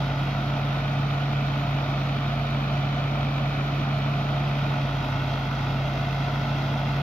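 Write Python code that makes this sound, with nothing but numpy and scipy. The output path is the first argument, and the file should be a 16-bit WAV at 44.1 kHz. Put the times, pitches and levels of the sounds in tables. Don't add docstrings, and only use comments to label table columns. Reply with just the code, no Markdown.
import sys
import numpy as np
from scipy import signal
from scipy.fft import rfft, irfft, next_fast_len
from scipy.io import wavfile
from scipy.ndimage import uniform_filter1d, map_coordinates

SR = 44100
rng = np.random.default_rng(int(sys.argv[2]) if len(sys.argv) > 2 else 0)


def dump_mix(stems):
    frames = np.atleast_2d(stems).T
    limited = np.clip(frames, -1, 1)
    pcm = np.round(limited * 32767).astype(np.int16)
    wavfile.write(sys.argv[1], SR, pcm)


N = 309582

BLADE_PASSES_PER_CYCLE = 10.556
FREE_HZ = 140


def amp(db):
    return 10 ** (np.asarray(db) / 20)


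def unit(x):
    return x / np.sqrt(np.mean(x ** 2) + 1e-20)


def along(points, hz):
    f, v = np.transpose(points)
    return np.interp(np.log(hz + 1), np.log(f + 1), v)


def curves(rows):
    s, *cols = np.transpose(rows)
    return [np.interp(np.arange(N) / SR, s, c) for c in cols]


def wobble(knots_per_s):
    fine = np.arange(0, N / SR * knots_per_s + 1, 1 / 16)
    knots = rng.standard_normal(int(N * knots_per_s / SR) + 4)
    return np.interp(np.arange(N) * knots_per_s / SR, fine, map_coordinates(knots, [fine]))


def filtered(x, response):
    m = next_fast_len(N + 8192)
    return irfft(rfft(x, m) * response(np.fft.rfftfreq(m, 1 / SR)), m)[..., :N]


def rush(gate, colour_db, patchy_db):
    z = signal.stft(gate * rng.standard_normal((2, N)), nperseg=512)[2]
    field = uniform_filter1d(rng.standard_normal(z.shape[1:]), size=8, axis=0)
    field = uniform_filter1d(field, size=12, axis=1)
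    pair = signal.istft(z * amp(patchy_db * unit(field)), nperseg=512)[1][:, :N]
    return unit(filtered(pair, lambda hz: amp(colour_db(hz))))


def lines(turns, table, waver_db, drift_turns):
    total = np.zeros(N)
    for multiple, db in table:
        level = np.sqrt(2) * amp(db + waver_db * wobble(9))
        phase_turns = multiple * turns + rng.random() + drift_turns * wobble(4.5)
        total += level * np.sin(2 * np.pi * phase_turns)
    return total


def blower(blades, sag_hz):
    # blade_pass_multiple, relative_db
    blade_lines = [(1, 0), (2, -20), (3, -33), (4, -32), (5, -28)]
    free_db, db_per_hz = -26.5, -0.54
    return amp(free_db + db_per_hz * sag_hz) * lines(blades, blade_lines, waver_db=-0.36, drift_turns=0.0059)


def exhaust(cycles, sag_hz):
    # engine_cycle_multiple, relative_db
    exhaust_lines = [(4, 1), (8, 0), (10, -15), (11, -14), (12, -8), (13, -11), (14, -10), (15, -18),
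                     (18, -15), (19, -13), (20, -16), (22, -10), (23, -15), (25, -21), (26, -24)]
    free_db, db_per_hz = -41.5, 0.5
    fourth_db, fourth_db_per_hz2 = -42.5, -1.38
    main = amp(free_db + db_per_hz * sag_hz) * lines(cycles, exhaust_lines, waver_db=0.6, drift_turns=0.012)
    fourth = lines(cycles, [(16, fourth_db)], waver_db=0.0, drift_turns=0.011)
    return main + amp(fourth_db_per_hz2 * sag_hz ** 2) * fourth


def gear_train(cycles):
    # engine_cycle_multiple, level_db (rms)
    mesh_lines = [(48, -56), (52, -56), (54, -57), (55, -56), (62, -61), (66, -57), (75, -63), (80, -60),
                  (87, -62), (104, -62), (112, -62)]
    # engine_cycle_multiple, level_db (rms)
    shaft_lines = [(8.44, -52)]
    total = lines(cycles, mesh_lines, waver_db=1.5, drift_turns=.03)
    for multiple, db in shaft_lines:
        phase = 2 * np.pi * (multiple * cycles + .04 * wobble(4))
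        total += np.sqrt(2) * amp(db + wobble(6)) * np.sin(phase)
    return total


def beaters(cycles):
    # beater_pass_multiple, level_db (rms)
    beater_lines = [(2, -47.5), (4, -60.5)]
    passes_per_cycle = 8.61
    return lines(passes_per_cycle * cycles, beater_lines, waver_db=2.5, drift_turns=0.15)


def hum(blade_hz):
    blades, sag_hz = np.cumsum(blade_hz) / SR, FREE_HZ - blade_hz
    cycles = blades / BLADE_PASSES_PER_CYCLE
    return blower(blades, sag_hz) + exhaust(cycles, sag_hz) + gear_train(cycles) + beaters(cycles)


def drum(level_db):
    # freq_hz, relative_density_db
    roar = [(20, -29.5), (35, -20.5), (45, -12.5), (70, -9), (90, -5.5), (128, -2), (170, -2.5),
            (200, -5.5), (260, -6), (400, -11.5), (700, -7.5), (1100, -10.5), (1500, -13), (1750, -23),
            (2600, -19), (5000, -35), (9000, -88)]
    # centre_hz, width_hz, boost_db
    panels = [(228.6, 24, 3.5), (300, 4.7, -0.5), (586, 9.9, -1), (594.3, 10, 7), (623, 54, 4),
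              (703, 47, 4), (867, 20, 7), (994, 25, 4.5), (1040, 14, 4.5), (1075, 19, 2.5), (1145, 18, 4),
              (1300, 90, 4), (1340, 26, 1.5), (1488, 58, 6.5), (1640, 60, -0.5), (2100, 260, 9.5)]
    throb_db, throb_knots_per_s = .35, 60

    def casing_db(hz):
        return along(roar, hz) + sum(db / (1 + (2 * (hz - c) / w) ** 2) for c, w, db in panels)

    throb = amp(throb_db * wobble(throb_knots_per_s))
    return amp(level_db + 0.15 * wobble(7)) * rush(throb, casing_db, patchy_db=0.5)


def diesel_and_straw(cycles, pulse, knock_db, straw_db):
    # freq_hz, relative_density_db
    clatter = [(900, -33), (1800, -4.5), (2600, -1), (3300, -2), (3850, -4), (4300, -9), (5900, -14.5),
               (7000, -22.5), (8400, -41.5), (9500, -61)]
    # freq_hz, relative_density_db
    hiss = [(5000, -21.5), (7500, -12.5), (8500, -11.5), (10000, -5.5), (11000, -1.5), (13000, -1.5),
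            (15000, -0.5), (16000, -5)]
    flutter_db, flutter_knots_per_s = .5, 45
    pair, firing, double = (np.cos(2 * np.pi * k * cycles) for k in (2, 4, 8))
    surge = amp(.4 * wobble(24))
    gate = surge * (1 + .03 * pair + pulse * firing + .03 * double)
    knock = rush(gate, lambda hz: along(clatter, hz), patchy_db=0.7)
    knock *= amp(knock_db + 0.17 * wobble(2.0))
    straw = rush(gate, lambda hz: along(hiss, hz), patchy_db=1.1)
    straw *= amp(straw_db + flutter_db * wobble(flutter_knots_per_s))
    return knock + straw


def valves(cycles, level_db, count=30):
    # cycle_share, low_ring_db, high_ring_db
    strikes = [(.03, 3, 9), (.1, 10, 5), (.19, 8, 3), (.248, 7, 10), (.297, 10.5, 7), (.356, 7, 3),
               (.51, 14.5, 10), (.551, 10.5, 13.5), (.6, 2, 6), (.764, 11.5, 10), (.836, 11.5, 4),
               (.936, 4, 2)]
    # freq_hz, relative_density_db
    block = [(300, -40), (550, -6), (750, -7), (1000, -1), (1200, 1), (1480, 1.5), (1560, -8), (1800, -9),
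             (2000, -6), (2150, -8), (2400, -3), (2650, -10), (3000, -18), (4500, -30), (7000, -60),
             (9000, -90)]
    split_hz = 1800
    loud_angle, *loud_db = np.transpose(strikes)
    angle = np.r_[loud_angle, rng.random(count)]
    sizes = amp(np.c_[loud_db, rng.normal(-4.5, 3, (2, count))])
    sizes = sizes * rng.choice([-1, 1], len(angle))

    due = np.arange(int(cycles[-1]))[:, None] + angle
    at = np.interp(due, cycles, np.arange(N))
    at = at + 3 * rng.standard_normal(due.shape)
    spot = np.clip(at, 0, N - 1).astype(int).ravel()
    scatter = amp(rng.normal(0, 1.3, due.shape))
    blows = np.array([np.bincount(spot, (size * scatter).ravel(), N) for size in sizes])

    def ring(hz):
        high = 1 / (1 + (split_hz / (hz + 1)) ** 12)
        return amp(along(block, hz)) * [1 - high, high]

    return amp(level_db) * unit(filtered(blows, ring).sum(axis=0))


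def ticks():
    # start_s, level_db (initial noise rms before the high-pass)
    tick_list = [(0.0468, -47.5), (0.6828, -45.5), (6.0701, -52)]
    t60_s, lowest_hz = .006, 9500
    out, t = np.zeros((2, N)), np.arange(SR // 50) / SR
    for start_s, db in tick_list:
        burst = amp(db - 60 * t / t60_s) * rng.standard_normal((2, len(t)))
        out[:, round(start_s * SR):][:, :len(t)] += burst
    return filtered(out, lambda hz: hz > lowest_hz)


def gripped(pair, turn):
    # centre_hz, width_hz, left_facing_db, left_turned_db, right_facing_db, right_turned_db
    grip = [(863, 85, -5.5, 0, 1, 3), (1050, 90, 1.5, 0.5, -1.5, -2), (1222, 270, -4.5, -3.5, 3, -1.5),
            (1600, 99, 0, 1.5, -2, 0.5), (2160, 76, -8, 4, -5, 0), (2254, 41, 3, 0, 3, 1.5),
            (2360, 110, 1, -8.5, -1, 1.5), (2470, 60, -2, -2.5, -2, 1.5), (2535, 60, 6.5, -3, 7, -0.5),
            (2615, 40, -3.5, -2, -3.5, -1), (4840, 200, 1.5, 1, 0.5, 2), (2770, 100, -6.5, 6.5, -3, 3),
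            (2960, 246, -0.5, -8.5, 4.5, -5.5), (3300, 200, 2.5, 2, -3, 6), (3750, 110, 7, -1, 2, -3.5),
            (4020, 120, 0.5, 1, 1.5, -2), (4350, 230, 1, 1.5, 5, 1.5), (5150, 360, -6.5, -3, 2.5, 5),
            (5460, 180, 5, 1, 1.5, 4), (5900, 200, 0, 2.5, 1.5, -3)]
    hz0, width, *boosts = np.transpose(grip)

    def colour(hz):
        bells = 1 / (1 + (2 * (hz - hz0[:, None]) / width[:, None]) ** 2)
        return amp(np.array(boosts) @ bells)

    left_facing, left_turned, right_facing, right_turned = filtered(np.repeat(pair, 2, axis=0), colour)
    left = left_facing + turn * (left_turned - left_facing)
    right = right_facing + turn * (right_turned - right_facing)
    return left, right


def ports(tones, pair, turn):
    # facing_delay_ms, turned_delay_ms, gain
    paths = [(.072, .007, .8), (.393, .331, .44), (.549, .483, -.21), (1.876, 1.473, .09),
             (1.6, 1.524, .17), (1.737, 1.654, .34), (1.876, 1.706, -.46), (2.051, 1.909, -.31),
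             (2.661, 2.27, .11)]
    # freq_hz, gain_db
    shared = [(100, 0.5), (1500, -2.5), (3000, -2), (4500, -5.5), (8000, -18.5), (15000, -9)]
    # freq_hz, gain_db
    spread = [(100, -18.5), (400, -6), (800, -21), (900, -4.5), (1050, -9), (1200, -4), (1450, -3.5),
              (1650, -0.5), (1800, -2), (2100, -5.5), (2500, -2.5), (4000, 2.5), (5000, -0.5), (8000, 0.5),
              (11000, 5), (15000, 4)]
    now = np.arange(N)
    left, own = gripped(pair, turn)
    common = tones + filtered(left, lambda hz: amp(along(shared, hz)))
    right = filtered(own, lambda hz: amp(along(spread, hz)))
    for facing_ms, turned_ms, gain in paths:
        delay_ms = facing_ms + (turned_ms - facing_ms) * turn
        right += gain * np.interp(now - delay_ms * SR / 1000, now, common)
    return np.array([left + tones, right])


def scene():
    # time_s, blade_pass_hz
    speed = [(0.0, 137.99), (0.5, 138.96), (0.9, 139.52), (1.3, 140.19), (1.7, 139.04), (2.1, 138.53),
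             (2.5, 138.9), (2.9, 139.29), (3.4, 139.59), (3.8, 139.82), (4.2, 139.86), (4.7, 139.92),
             (5.05, 136.17), (5.4, 135.74), (5.8, 136.85), (6.2, 138.18), (6.6, 138.74), (7.02, 139.25)]
    # time_s, turn_0_to_1
    turning = [(0.0, 0.72), (1.0, 0.25), (2.0, 0.27), (2.7, 0.08), (4.0, 0.16), (4.5, 0.42), (5.1, 0.8),
               (7.02, 0.95)]
    crank_lag_cycles = .065
    roar_db, knock_db, straw_db = -31.5, -44.5, -65.5
    knock_turn_db, straw_turn_db = 1.5, 2
    pulse_depth, pulse_per_hz = .09, .015

    blade_hz, turn = curves(speed)[0], curves(turning)[0]
    cycles = np.cumsum(blade_hz) / SR / BLADE_PASSES_PER_CYCLE - crank_lag_cycles
    pulse = pulse_depth + pulse_per_hz * (FREE_HZ - blade_hz)
    struck = valves(cycles, level_db=-38.8) * [[1], [.15]]
    engine = diesel_and_straw(cycles, pulse, knock_db + knock_turn_db * turn, straw_db + straw_turn_db * turn)
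    return ports(hum(blade_hz), drum(roar_db) + engine + struck, turn) + ticks()


def record(dry):
    top_hz = 15700
    low_pass = signal.ellip(12, .1, 50, top_hz, fs=SR, output="sos")
    edge = np.minimum(np.arange(N), np.arange(N)[::-1]) / (.003 * SR)
    return np.minimum(edge, 1) * signal.sosfiltfilt(low_pass, dry)


dry = scene()
out = record(dry)
dump_mix(out)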